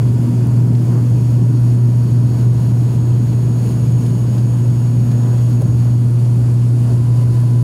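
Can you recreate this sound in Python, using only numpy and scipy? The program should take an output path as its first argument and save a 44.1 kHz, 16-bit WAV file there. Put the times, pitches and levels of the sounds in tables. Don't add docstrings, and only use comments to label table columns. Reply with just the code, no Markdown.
import sys
import numpy as np
from scipy import signal
from scipy.fft import rfft, irfft, next_fast_len
from scipy.io import wavfile
from scipy.ndimage import uniform_filter1d, map_coordinates

SR = 44100
rng = np.random.default_rng(int(sys.argv[2]) if len(sys.argv) > 2 else 0)


def file_out(sig):
    cols = np.atleast_2d(sig).T
    lim = np.clip(cols, -1, 1)
    pcm = np.round(lim * 32767).astype(np.int16)
    wavfile.write(sys.argv[1], SR, pcm)


def ratio(d):
    e = np.asarray(d, float) / 20
    return 10 ** e


N = 336483

# t/s, f/Hz
BLADE_RATE = [(0, 120.1), (2, 120.0), (5.5, 119.93), (6.2, 119.75), (6.9, 119.85), (7.63, 120.1)]


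def unit(x):
    return x / np.sqrt(np.mean(x ** 2) + 1e-20)


def curves(rows):
    times, *columns = np.transpose(rows)
    return [np.interp(np.arange(N) / SR, times, column) for column in columns]


def wobble(rate):
    knots = rng.standard_normal(int(N / SR * 300) + 4)
    return map_coordinates(knots, [np.arange(N) * min(rate, 300) / SR])


def swells(rows, rise_s, fall_s):
    times, *columns = np.transpose(rows)
    grid = np.arange(0, N + 64, 64)
    late = grid / SR - times[:, None]
    bells = np.exp(-(late / np.where(late < 0, rise_s, fall_s)) ** 2)
    return [np.interp(np.arange(N), grid, column @ bells) for column in columns]


def coloured(x, spectrum, resonances=()):
    size = next_fast_len(len(x) + 8192)
    hz = np.fft.rfftfreq(size, 1 / SR)
    f, db = np.transpose([(1, -120)] + spectrum + [(SR / 2, -120)])
    level = np.interp(np.log(hz + 1), np.log(f + 1), db)
    for centre, width, hump_db in resonances:
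        level += hump_db / (1 + (2 * (hz - centre) / width) ** 2)
    return irfft(rfft(x, size) * ratio(level), size)[:len(x)]


def rush(spectrum, patchy_db, resonances=(), streaky_db=0.):
    def blurred(shape, bins, frames):
        across = uniform_filter1d(rng.standard_normal(shape), size=bins, axis=0)
        return unit(uniform_filter1d(across, size=frames, axis=1))

    z = signal.stft(rng.standard_normal(N), nperseg=512)[2]
    patches = blurred(z.shape, 6, 10)
    streaks = blurred(z.shape, 3, 220)
    z = z * ratio(patchy_db * patches + streaky_db * streaks)
    noise = signal.istft(z, nperseg=512)[1][:N]
    return unit(coloured(noise, spectrum, resonances))


def tone(hz, db, flutter_db=0., drift_hz=0., pace=8.):
    turns = np.cumsum(hz + drift_hz * wobble(pace)) / SR + rng.random()
    return np.sqrt(2) * ratio(db + flutter_db * wobble(pace)) * np.sin(2 * np.pi * turns)


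def blade_angle():
    return 2 * np.pi * np.cumsum(curves(BLADE_RATE)[0]) / SR


def propellers():
    # t/s, blade tone level/dB
    drumming = [(0.06, -13.5), (0.31, -17.5), (0.58, -11.5), (0.93, -14), (1.98, -11.5), (2.08, -14.5),
                (2.21, -12), (2.35, -16.5), (2.46, -12), (2.58, -15), (2.77, -13), (2.9, -14.5),
                (3.02, -13.5), (3.73, -17.5), (3.96, -11.5), (4.04, -16), (5.55, -13), (7.55, -12.5)]
    # t/s, second overtone level/dB
    peaking = [(0, -34), (.3, -23), (.55, -34.5), (.75, -28.5), (1.1, -40), (1.7, -29.5), (2.62, -39.5),
               (3.2, -34), (4.1, -36), (4.94, -30), (5.5, -34.5), (7.3, -33)]
    angle = blade_angle()
    peak_db = curves(peaking)[0]
    third_db = (peak_db + peak_db.mean()) / 2 - 8.5 + 3 * wobble(14)
    first = ratio(curves(drumming)[0] + 1.18) * np.cos(angle)
    second = ratio(peak_db + 1 + 1.5 * wobble(8)) * np.cos(2 * angle + .7 + .3 * wobble(6))
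    third = ratio(third_db) * np.cos(3 * angle + 1.5 * wobble(16))
    return np.sqrt(2) * (first + second + third)


def airframe():
    # f/Hz, level/dB per Hz
    heave_band = [(20, -26), (45, -38), (53, -16), (59, -8), (72, -6.5), (90, -7.5), (104, -0.5),
                  (130, -32)]
    rumble_band = [(75, -49), (100, -3.5), (138, 2), (192, -4), (205, -4.5), (222, -6.5), (260, -8.5),
                   (308, -9), (330, -14), (430, -20), (600, -56)]
    roar_band = [(300, -36), (430, -1), (520, -3), (620, -4), (800, -9.5), (980, -9.5), (1300, -16.5),
                 (1500, -16.5), (2000, -23.5), (2600, -50)]
    hiss_band = [(1500, -30), (2100, -1), (3000, 0), (3700, -4.5), (6000, -5), (8400, -6), (10000, -5),
                 (11000, -6), (13000, -10), (15700, -13)]
    # f/Hz, width/Hz, level/dB
    panels = [(4210, 150, 3.5), (4430, 73, 9), (4634, 145, 7.5), (4920, 60, 5.5), (5380, 200, 4),
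              (6720, 360, 6), (7200, 250, 2), (7760, 320, 3.5), (8900, 200, 0.5), (9400, 530, 5.5),
              (10100, 200, -2), (10200, 250, 1.5), (12700, 50, 4), (14200, 600, 3)]
    # t/s, rise/dB
    sways = [(.06, 3), (.72, 4), (1.2, 5), (1.45, 4), (2.17, 1), (2.4, 3), (2.69, 3), (3.04, 8), (3.3, 5),
             (3.87, 3), (4.08, 1), (4.35, 5), (5.36, 4.5), (5.67, 5), (6.32, -2)]
    # t/s, rise/dB
    thuds = [(.31, 2), (.97, 1.5), (1.41, 1.5), (2.69, 0.5), (5.61, 4.5), (5.74, 2.5), (6.61, -1.5)]
    # t/s, roar rise/dB, hiss rise/dB
    shudders = [(.04, 1.5, 0), (.5, 1.5, 0), (.98, 5, 1), (2.42, 2.5, 2.5), (2.74, 0, 0), (3.16, 1, 1),
                (3.7, 0.5, 1.5), (4.08, 0.5, 1.5), (4.37, 1.5, 1), (5.17, 2.5, 0.5), (5.27, 3, 0.5),
                (5.37, 3, 1), (5.52, 0.5, 1.5), (5.88, 3, 1), (6.48, 2.5, .5), (6.91, 3.5, 1),
                (7.2, 2.5, 1.5), (7.4, 2, 1.5)]

    airborne = curves([(4.2, 0), (6.3, 1)])[0]
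    sway_db, = swells(sways, rise_s=.094, fall_s=.094)
    thud_db, = swells(thuds, rise_s=.1, fall_s=.038)
    shudder_db, leak_db = swells(shudders, rise_s=.085, fall_s=.04)
    heave_db = -32.5 + 3 * airborne + sway_db
    rumble_db = -21 - 3.5 * airborne + thud_db + .42 * wobble(9)
    roar_db = -39.5 - airborne + .17 * thud_db + shudder_db
    hiss_db = -47.5 + leak_db
    heave = ratio(heave_db) * rush(heave_band, patchy_db=-1.3)
    rumble = ratio(rumble_db) * rush(rumble_band, patchy_db=.8)
    shake = wobble(15)
    roar = ratio(roar_db + .26 * shake) * rush(roar_band, patchy_db=.3)
    hiss = rush(hiss_band, patchy_db=.46, resonances=panels, streaky_db=1)
    return heave + rumble, roar + ratio(hiss_db + .69 * shake) * hiss


def machinery():
    # t/s, level/dB
    mesh_level = [(0, -61), (0.55, -64), (1.2, -58), (2.2, -58.5), (3.4, -55.5), (4.05, -54), (4.6, -55.5),
                  (5.35, -53.5), (5.92, -56), (6.01, -63), (7, -67), (7.63, -59)]
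    # t/s, f/Hz
    mesh_pitch = [(0, 6703), (3, 6692), (7.63, 6688)]
    # offset/Hz, level/dB
    sidebands = [(-120, -24), (-20.5, -12), (0, 1.3), (116, -17)]
    # t/s, level/dB
    compressor = [(0, -72.5), (0.72, -70), (1.93, -68), (2.23, -66), (3.25, -64), (3.7, -58), (4.69, -63.5),
                  (5.5, -63), (6.91, -60), (7.63, -56)]
    # t/s, f/Hz, level/dB
    seal_whistle = [(0, 945, -52.5), (2.6, 969, -52.5), (3, 973, -55.5), (5.3, 990, -55), (5.7, 992, -64),
                    (6.8, 997, -62), (7.1, 999, -48), (7.63, 998, -47)]
    # t/s, f/Hz, level/dB
    pump_hum = [(0, 1456, -66), (2.5, 1458, -65), (5.2, 1440, -72), (5.7, 1425, -63), (7.63, 1421, -64)]
    # f/Hz, level/dB
    accessories = [(480, -53), (1746, -72), (3306, -73), (3793, -78), (4428, -72)]

    mesh_hz, mesh_db = curves(mesh_pitch)[0], curves(mesh_level)[0]
    gear = sum(tone(mesh_hz + offset, mesh_db + db, flutter_db=.9, drift_hz=1.5, pace=25)
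               for offset, db in sidebands)
    whine = tone(9706, curves(compressor)[0] + .7, flutter_db=1.4, drift_hz=3, pace=30)
    seal = tone(*curves(seal_whistle), flutter_db=1.8, drift_hz=4.5, pace=30)
    pump = tone(*curves(pump_hum), flutter_db=1.5, drift_hz=2)
    faint = sum(tone(hz, db, flutter_db=3.0, drift_hz=3.04) for hz, db in accessories)
    return gear + whine + comb(mesh_hz) + seal + pump + faint


def comb(mesh_hz):
    # t/s, level/dB
    comb_level = [(0, -61), (0.6, -68), (1.1, -70), (1.76, -57), (2.3, -65), (3.4, -68), (3.74, -60.5),
                  (4.5, -60.5), (6.1, -64), (7.63, -63)]
    # blade multiples from the carrier, level/dB
    comb_lines = [(-1, 0), (0, -4), (1, -12), (2, -1), (3, -3), (4, -2.5)]
    carrier = 2 * np.pi * np.cumsum(mesh_hz * 8850 / 6690 + 4 * wobble(12)) / SR
    blade = blade_angle()
    lines = 0
    for multiple, db in comb_lines:
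        phase = carrier + round(multiple) * blade + .5 * wobble(25)
        lines = lines + ratio(db - 3 + 3.5 * wobble(9)) * np.sin(phase)
    return ratio(curves(comb_level)[0]) * lines


def trim():
    # t/s, dull level/dB, bright level/dB, t60/s
    ticks = [(.471, -31, -27, .004), (.738, -34, -35, .004), (.749, -30, -48.5, .03), (2.41, -40, -46, .03),
             (2.946, -37, -50, .05), (4.013, -38, -42, .004), (4.061, -33, -40, .04),
             (4.377, -32, -50, .045), (4.703, -38, -42.5, .02), (5.114, -34, -50, .035),
             (5.232, -33, -50, 0.017), (5.609, -36, -38, .02), (5.62, -34, -25, 0.0057),
             (5.644, -38, -50, .01), (5.876, -39, -46, .01), (7.4, -35.5, -38, 0.014),
             (7.414, -50, -32, 0.0045), (7.423, -50, -38, .005)]
    # f/Hz, level/dB per Hz
    dull_band = [(700, -20), (1800, 0), (6000, -2), (9000, -20)]
    bright_band = [(5000, -23), (7500, -8), (9500, 2), (11000, 3.5), (12500, -8), (15700, -5)]
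    dull, bright = np.zeros(N + SR), np.zeros(N + SR)
    t = np.arange(SR // 20) / SR
    cracks = rng.standard_normal((len(ticks), len(t)))
    for (s, dull_db, bright_db, t60), crack in zip(ticks, cracks):
        t60 = max(t60, .002)
        onset = 1 - np.exp(-t / (.069 * t60))
        crack = ratio(-60 * t / t60) * onset * crack
        start = round(s * SR)
        dull[start:][:len(t)] += ratio(dull_db + 3.5) * crack
        bright[start:][:len(t)] += ratio(bright_db + 5.5) * crack
    return coloured(dull[:N], dull_band) + coloured(bright[:N], bright_band)


def mesh_haze():
    # f/Hz, level/dB per Hz
    haze_band = [(12900, -40), (13230, -3), (13380, 0), (13520, -6), (13900, -40)]
    opens_s, shuts_s, ease_s = .65, 4.8, .5
    shut = curves([(opens_s - ease_s / 2, 1), (opens_s + ease_s / 2, 0),
                   (shuts_s - ease_s, 0), (shuts_s + 2 * ease_s, 1)])[0]
    level_db = -67 - 4.5 * shut + .7 * wobble(1.4) + 1.5 * wobble(30)
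    return ratio(level_db) * rush(haze_band, patchy_db=1.1)


def jolt():
    # t/s, half length/s, depth 0-1, knock level/dB
    bump = (5.62, .010, .92, -26)
    # f/Hz, level/dB per Hz
    knock_band = [(250, -30), (420, 0), (620, -1), (760, -13), (1300, -28), (2000, -45)]
    s, half_s, depth, knock_db = bump
    loose = np.exp(-((np.arange(N) / SR - s) / half_s) ** 2)
    knock = ratio(knock_db) * loose * rush(knock_band, patchy_db=0)
    return 1 - depth * loose, knock


def scene():
    contact, knock = jolt()
    low, high = airframe()
    through_wall = contact * (propellers() + low)
    return (through_wall + knock + high + mesh_haze() + machinery() + trim())[None]


def top_cut(x):
    return signal.sosfilt(signal.butter(12, 15780, fs=SR, output="sos"), x)


def record(dry):
    keep = np.exp(-1 / (.022 * SR))
    ahead = np.pad(dry ** 2, ((0, 0), (0, 260)), "edge")[:, 260:]
    power = signal.lfilter([1 - keep], [1, -keep], ahead, zi=[[keep * ratio(-22)]])[0]
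    power = uniform_filter1d(power, size=184)
    gain = (power / ratio(-21.0)) ** -.17
    ending = np.clip((N - np.arange(N)) / 130, 0, 1)
    return top_cut(ending * dry * gain)


dry = scene()
out = record(dry)
file_out(out)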